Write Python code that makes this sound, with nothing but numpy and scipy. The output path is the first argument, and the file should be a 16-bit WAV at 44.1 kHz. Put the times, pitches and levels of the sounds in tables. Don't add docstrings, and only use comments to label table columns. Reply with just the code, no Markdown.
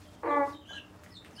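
import sys
import numpy as np
from scipy import signal
from scipy.io import wavfile

SR = 44100
rng = np.random.default_rng(int(sys.argv[2]) if len(sys.argv) > 2 else 0)


def dump(signal):
    limited = np.clip(np.atleast_2d(signal).T, -1, 1)
    pcm = np.round(limited * 32767).astype(np.int16)
    wavfile.write(sys.argv[1], SR, pcm)


def volts_from_decibels(level):
    exponent = np.asarray(level, float) / 20
    return 10 ** exponent


N = 61739


def rms_one(x):
    return x / np.sqrt(np.mean(x ** 2) + 1e-20)


def drift(rate_hz):
    r = np.exp(-2 * np.pi * rate_hz / SR)
    wander = signal.lfilter([1], [1, -2 * r, r * r], rng.standard_normal(N + SR))
    return rms_one(wander[SR:])


def resonate(x, hz, width_hz):
    r = np.exp(-np.pi * width_hz / SR)
    ring = [1, -2 * r * np.cos(2 * np.pi * hz / SR), r * r]
    return signal.lfilter([(1 - r * r) / 2, 0, (r * r - 1) / 2], ring, x + 1e-18)


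def band_pass(x, order, low_hz, high_hz):
    return signal.sosfilt(signal.butter(order, [low_hz, high_hz], "band", fs=SR, output="sos"), x)


def add(out, start_s, x):
    i = int(start_s * SR)
    out[i:i + len(x)] += x[:N - i]


def patchy_noise(colour, patchy_db):
    out, together = 0, drift(4.0)
    edges_hz = 30 * 2 ** np.arange(0, 9.6, .5)
    white = rng.standard_normal((2, N))
    hz, db = np.transpose(colour)
    for k, (low, high) in enumerate(zip(edges_hz, edges_hz[1:])):
        band = band_pass(white[k % 2], 2, low, high)
        level_db = np.interp(np.log(low * high) / 2, np.log(hz), db, left=-35)
        out = out + volts_from_decibels(level_db + patchy_db * (together + drift(26))) * band
    return rms_one(out)


# frequency in Hz, level in dB per Hz.
AIR_COLOUR = [(18, -64), (30, -46), (93, -2), (209, -13.5), (258, -5.5), (735, -16), (860, -12),
              (3360, -31), (15800, -41.5)]


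def air():
    return volts_from_decibels(-56) * patchy_noise(AIR_COLOUR, patchy_db=1.7)


# centre in Hz, width in Hz, level in dB.
MOTOR_BANDS = [(68.3, 42, -61.5), (92, 16.5, -61.5), (184.6, 8, -63.5), (234.4, 56, -66), (298, 14.8, -64),
               (600, 18, -68.5)]


def motor_hum():
    hum = 0
    for hz, width_hz, db in MOTOR_BANDS:
        band = resonate(rng.standard_normal(N + SR), hz, width_hz)
        hum = hum + volts_from_decibels(db) * rms_one(resonate(band, hz, 2 * width_hz)[SR:])
    return hum


# time in seconds, level in dB.
FOOT_LEVELS = [(0, -69.5), (.13, -77.5), (.17, -82), (.25, -79.5), (.45, -73), (0.531, -78), (0.569, -92.5),
               (.68, -79.5), (.79, -74), (.83, -88), (0.969, -81), (1.1, -73.5), (1.2, -88), (1.33, -82),
               (1.4, -71)]
# frequency in Hz, level in dB per Hz.
LITTER_COLOUR = [(500, -3.5), (2000, -5.5), (5000, -9), (9000, -14), (15000, -27.5)]


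def shuffling_feet():
    s, db = np.transpose(FOOT_LEVELS)
    effort_db = np.interp(np.arange(N) / SR, s, db) + 12
    return volts_from_decibels(effort_db) * patchy_noise(LITTER_COLOUR, patchy_db=2.5)


# start in seconds, level in dB, centre in Hz, width in Hz.
BEAK_TAPS = [(.708, -35, 650, 487), (1.0367, -43, 14500, 3500), (1.043, -52, 13600, 3000),
             (1.036, -42, 6150, 6040), (1.036, -39.5, 1420, 890), (1.173, -50, 6000, 2000),
             (1.2475, -49, 13500, 3500), (1.2208, -48, 1200, 800), (1.226, -49, 1700, 1000),
             (1.2479, -36, 1730, 1280), (1.2485, -49, 8360, 1400), (1.311, -46, 6200, 3000),
             (1.31, -55, 2270, 1010)]
# start in seconds, level in dB, centre in Hz, width in Hz, length in seconds.
GRAIN_SCATTERS = [(0.711, -54, 650, 494, 0.043), (1.042, -67, 13200, 5000, 0.012),
                  (1.038, -50, 5700, 6960, 0.018), (1.04, -52, 1700, 1500, .012),
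                  (1.062, -51.5, 1690, 1110, 0.009), (1.249, -51, 2230, 2130, 0.031),
                  (1.253, -64, 8500, 1200, 0.026)]


def feeder_taps():
    grains_per_s = 4000
    out, t = np.zeros(N), np.arange(SR // 5) / SR
    hits = [(s, db, hz, width_hz, 1. * (t == 0)) for s, db, hz, width_hz in BEAK_TAPS]
    for s, db, hz, width_hz, lasts_s in GRAIN_SCATTERS:
        landing = rng.random(len(t)) < grains_per_s / SR
        grains = landing * rng.standard_normal(len(t)) * np.exp(-(t / lasts_s) ** 2)
        hits.append((s, db, hz, width_hz, grains))
    for s, db, hz, width_hz, strike in hits:
        ring = resonate(resonate(strike, hz, width_hz), hz, width_hz)
        add(out, s, volts_from_decibels(db) * SR / (np.pi * width_hz) * ring)
    return out


def whistles(rows, swell, rough):
    edge = 0.17
    out = np.zeros(N)
    flutter = volts_from_decibels(4.5 * drift(150))
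    waver = .011 * drift(60)
    for s, length_s, from_hz, to_hz, db in rows:
        u = np.linspace(0, 1, int(length_s * SR))
        slide_hz = from_hz + (to_hz - from_hz) * np.sin(np.pi / 2 * u ** 1.1) ** 2
        wide_slide = abs(to_hz / from_hz - 1) > .1
        wobble = 1 + waver[:len(u)] * wide_slide + rough * np.log(flutter[-len(u):])
        turn = 2 * np.pi * np.cumsum(slide_hz * wobble) / SR
        shape = np.clip(np.minimum(u / swell, (1 - u) / edge), 0, 1)
        octave_db = -11 - 14 * (u + (from_hz < 3200) / 2)
        add(out, s, volts_from_decibels(db) * shape * (np.sin(turn) + volts_from_decibels(octave_db) * np.sin(2 * turn)))
    return out, flutter


# start in seconds, level in dB.
ARCHED_PEEPS = [(0.651, -47.5)]
# time after the start in seconds, pitch in Hz, level in dB.
ARCH_SHAPE = [(0, 2700, -12), (.012, 3000, -8), (.03, 3280, -6), (.05, 3420, -3), (.075, 3330, -2),
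              (.105, 2950, 0), (.135, 2720, -1), (.15, 2650, -30)]
# levels in dB, peak times in seconds, spreads in seconds.
ARCH_PARTIALS_DB = [-11, -24]
ARCH_PEAKS_S = [0.058, .04]
ARCH_SPREADS_S = [0.042, 0.019]


def arched_peeps():
    out = np.zeros(N)
    at, hz, level_db = np.transpose(ARCH_SHAPE)
    t = np.arange(0, at[-1], 1 / SR)
    turn = 2 * np.pi * np.cumsum(np.interp(t, at, hz)) / SR
    tone = np.sin(turn)
    for k, (db, peak_s, spread_s) in enumerate(zip(ARCH_PARTIALS_DB, ARCH_PEAKS_S, ARCH_SPREADS_S)):
        bloom = np.exp(-((t - peak_s) / spread_s) ** 2)
        tone = tone + volts_from_decibels(db) * bloom * np.sin((k + 2) * turn)
    call = volts_from_decibels(np.interp(t, at, level_db)) * tone
    for s, db in ARCHED_PEEPS:
        add(out, s, volts_from_decibels(db) * call)
    return out


# start in seconds, length in seconds, first pitch in Hz, last pitch in Hz, level in dB.
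FAR_PEEPS = [(0.234, 0.034, 4480, 4450, -66), (.278, 0.031, 4080, 3862, -53),
             (.285, 0.046, 4214, 3120, -55), (.3, 0.03, 3700, 3410, -56.5), (.33, 0.0503, 3840, 3600, -66),
             (.4, 0.028, 4500, 4460, -68.5), (.525, .03, 3330, 3190, -60.5),
             (0.507, 0.045, 4704, 3602, -55.5), (.545, 0.038, 3600, 3934, -57.5),
             (.565, 0.069, 4000, 3003, -60.5), (.722, 0.019, 4240, 3960, -48.5),
             (.742, 0.049, 4068, 2780, -47.5), (.75, 0.041, 4110, 3400, -57.5),
             (1.112, 0.07, 4700, 3550, -49.5), (1.14, .05, 4280, 3950, -58.5),
             (1.165, 0.035, 3950, 3733, -57.5), (1.085, 0.046, 4950, 4800, -77),
             (1.096, 0.032, 5400, 5100, -62), (1.323, 0.051, 6060, 5000, -60),
             (1.337, 0.051, 5150, 4520, -58.5), (1.337, .045, 10250, 9000, -68),
             (1.368, 0.041, 4782, 3510, -52), (1.362, 0.018, 7000, 6660, -72), (.02, 0.06, 3470, 3210, -64),
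             (.12, 0.056, 3600, 3130, -66.5)]


def far_peeps():
    thin, flutter = whistles(FAR_PEEPS, swell=0.63, rough=.035)
    return (thin + arched_peeps()) * flutter


# start in seconds, length in seconds, first pitch in Hz, last pitch in Hz, level in dB.
NEAR_COOS = [(.675, .085, 6100, 5950, -67), (.462, 0.0385, 5250, 5300, -66.5), (.5, .055, 6000, 5200, -67),
             (.675, 0.13, 3046, 3010, -45.5), (0.6865, 0.037, 1606, 1610, -46),
             (.73, 0.066, 1652, 1630, -41.5), (.828, 0.024, 1628, 1550, -64), (.72, 0.032, 1373, 1390, -51),
             (1.6, 0.011, 1710, 1560, -54), (1.10, 0.056, 1990, 1900, -65),
             (1.36, 0.021, 2750, 3100, -56.5), (1.375, 0.095, 3033, 3500, -40),
             (1.372, 0.038, 1613, 1750, -54.5)]


def near_coos():
    coos, flutter = whistles(NEAR_COOS, swell=0.32, rough=.004)
    return coos * flutter ** .45


# pitch in Hz, start in seconds,
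# swell in seconds, level in dB, # fade in dB per second.
SIDE_TONES = [(776, .245, 0.022, -41.5, 400), (471, 0.2302, 0.019, -31, 169),
              (471.7, .314, 0.022, -34.5, 168), (333, 0.243, 0.034, -36, 350),
              (892, 0.2445, 0.034, -31, 504.5), (969, 0.226, 0.026, -42.5, 198),
              (300, 0.534, 0.019, -46, 259)]


def side_voice():
    t, out = np.arange(N) / SR, 0
    for hz, s, swell_s, db, fade_db in SIDE_TONES:
        swell = np.clip((t - s) / swell_s, 0, 1)
        level_db = db - fade_db * np.maximum(t - s - swell_s, 0) + 1.5 * drift(11)
        turns = hz * np.cumsum(1 + 0.0044 * drift(30)) / SR
        out = out + swell * volts_from_decibels(level_db) * np.sin(2 * np.pi * turns)
    return out


# centre in Hz, width in Hz, level in dB.
THROAT_BANDS = [(320, 20, -7.5), (476, 82, -7), (650, 70, -7.5), (900, 82, -3.5), (1106, 77, -6),
                (1475, 73, -15), (1687, 29, -15.5), (2043, 270, -15), (2250, 91, -45.5)]


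def throat_rasp():
    slap_hz = 300 * np.exp(.35 * drift(150))
    slaps = np.diff(np.floor(np.cumsum(slap_hz) / SR), prepend=0)
    slaps = slaps * volts_from_decibels(2.5 * rng.standard_normal(N))
    rasp = 0
    for k, (hz, width_hz, db) in enumerate(THROAT_BANDS):
        rasp = rasp + (-1) ** k * volts_from_decibels(db) / np.sqrt(width_hz) * resonate(slaps, hz, width_hz)
    return band_pass(rms_one(rasp), 4, 314, 2720)


# multiple of the pitch, level in dB.
OPEN_BEAK = [(1, -9.5), (2, -13), (3, -11.5), (4, 7), (5, -23.5), (6, -16.5), (7, -14), (8, -22.5),
             (9, -71)]
CLOSING_BEAK = [(1, -11.5), (2, 0), (3, -1.5), (4, -8), (5, -19.5), (6, -14), (7, -19), (8, -22.5),
                (9, -49)]
SHUT_BEAK = [(1, 3.5), (2, -4.5), (3, -5.5), (4, 6), (5, -10), (6, -23.5), (7, -9.5), (8, -43), (9, -45)]
# time in seconds, multiple, change in dB, half
# width in seconds.
ECHO_DIPS = [(0.21, 3, -13.5, 0.0096), (.325, 3, 1, 0.018), (0.3574, 3, -30, 0.0089),
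             (0.3976, 3, -27, 0.0066), (.33, 1, 3, 0.022), (0.289, 2, 10.5, 0.014),
             (.388, 4, -15, 0.0031), (0.43, 4, -10, 0.0038), (0.34, 1, -7, 0.012),
             (0.499, 2, -11, 0.021), (0.527, 4, 3, 0.012), (0.369, 3, 8, .01)]


def drone(turns, closing):
    t, voice = np.arange(N) / SR, 0
    for (k, open_db), (_, closing_db), (_, shut_db) in zip(OPEN_BEAK, CLOSING_BEAK, SHUT_BEAK):
        level_db = np.interp(closing, [0, 1, 2], [open_db, closing_db, shut_db])
        for at, multiple, change_db, half_s in ECHO_DIPS:
            if round(multiple) == k:
                level_db = level_db + change_db * np.exp(-((t - at) / half_s) ** 2)
        level_db = level_db + .7 * drift(32)
        voice = voice + volts_from_decibels(level_db) * np.sin(2 * np.pi * (k * turns + rng.random()))
    return voice


# time in seconds, pitch in Hz, drone level in dB, hoarse level in dB,
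# beak (0 open, 1 closing, 2 shut).
SQUAWK_COURSE = [
    (0.229, 300, -72, -63, -3),
    (0.234, 298, -49.5, -36, 0.5),
    (0.283, 293.5, -37, -32, 0.5),
    (0.303, 290.7, -27.5, -36.5, 0.5),
    (0.376, 288.3, -23, -41, 0.57),
    (0.388, 285.8, -24.5, -45.5, 1.49),
    (0.433, 280.7, -24, -44.5, 1),
    (0.474, 283.2, -38.5, -45, 1.33),
    (0.602, 288.7, -74, -67, 20),
]


def hen():
    s, *columns = np.transpose(SQUAWK_COURSE)
    t = np.arange(N) / SR
    hz, voiced_db, hoarse_db, closing = [np.interp(t, s, c) for c in columns]
    sounding = (t > s[0]) * np.clip((s[-1] - t) / 0.033, 0, 1)
    turns = np.cumsum(hz * (1 + .0012 * drift(47))) / SR
    breath = volts_from_decibels(-45.5) * band_pass(rng.standard_normal(N), 2, 2600, 11600)
    voiced = volts_from_decibels(voiced_db) * (drone(turns, np.clip(closing, 0, 2)) + breath)
    return sounding * (voiced + volts_from_decibels(hoarse_db) * throat_rasp()) + side_voice()


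def house(x, wet_db):
    low_t60_s, high_t60_s = 0.35, .25
    t = np.arange(SR // 2) / SR
    noise = rng.standard_normal(len(t)) * np.clip(t / 0.0033 - .3, 0, 1)
    low = signal.sosfilt(signal.butter(2, 2200, fs=SR, output="sos"), noise)
    tail = low * volts_from_decibels(-60 * t / low_t60_s) + (noise - low) * volts_from_decibels(-60 * t / high_t60_s)
    return x + volts_from_decibels(wet_db) * signal.fftconvolve(x, tail / np.sqrt(SR * low_t60_s / 14))[:N]


def scene():
    background = air() + motor_hum() + shuffling_feet()
    pecking = house(feeder_taps(), wet_db=-3)
    far = volts_from_decibels(-3.5) * house(far_peeps(), wet_db=5)
    coos = house(near_coos(), wet_db=-10)
    squawk = hen()
    boom = volts_from_decibels(-1) * resonate(squawk, 299.7, 1.67)
    return (background + pecking + far + coos + house(squawk, wet_db=-12) + boom)[None]


def low_pass(x):
    return signal.sosfilt(signal.butter(12, 16350, fs=SR, output="sos"), x)


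def record(dry):
    x = signal.sosfilt(signal.butter(2, 45, "high", fs=SR, output="sos"), dry)
    x = signal.sosfilt(signal.ellip(12, .5, 70, 15830, fs=SR, output="sos"), x)
    return low_pass(x)


dry = scene()
out = record(dry)
dump(out)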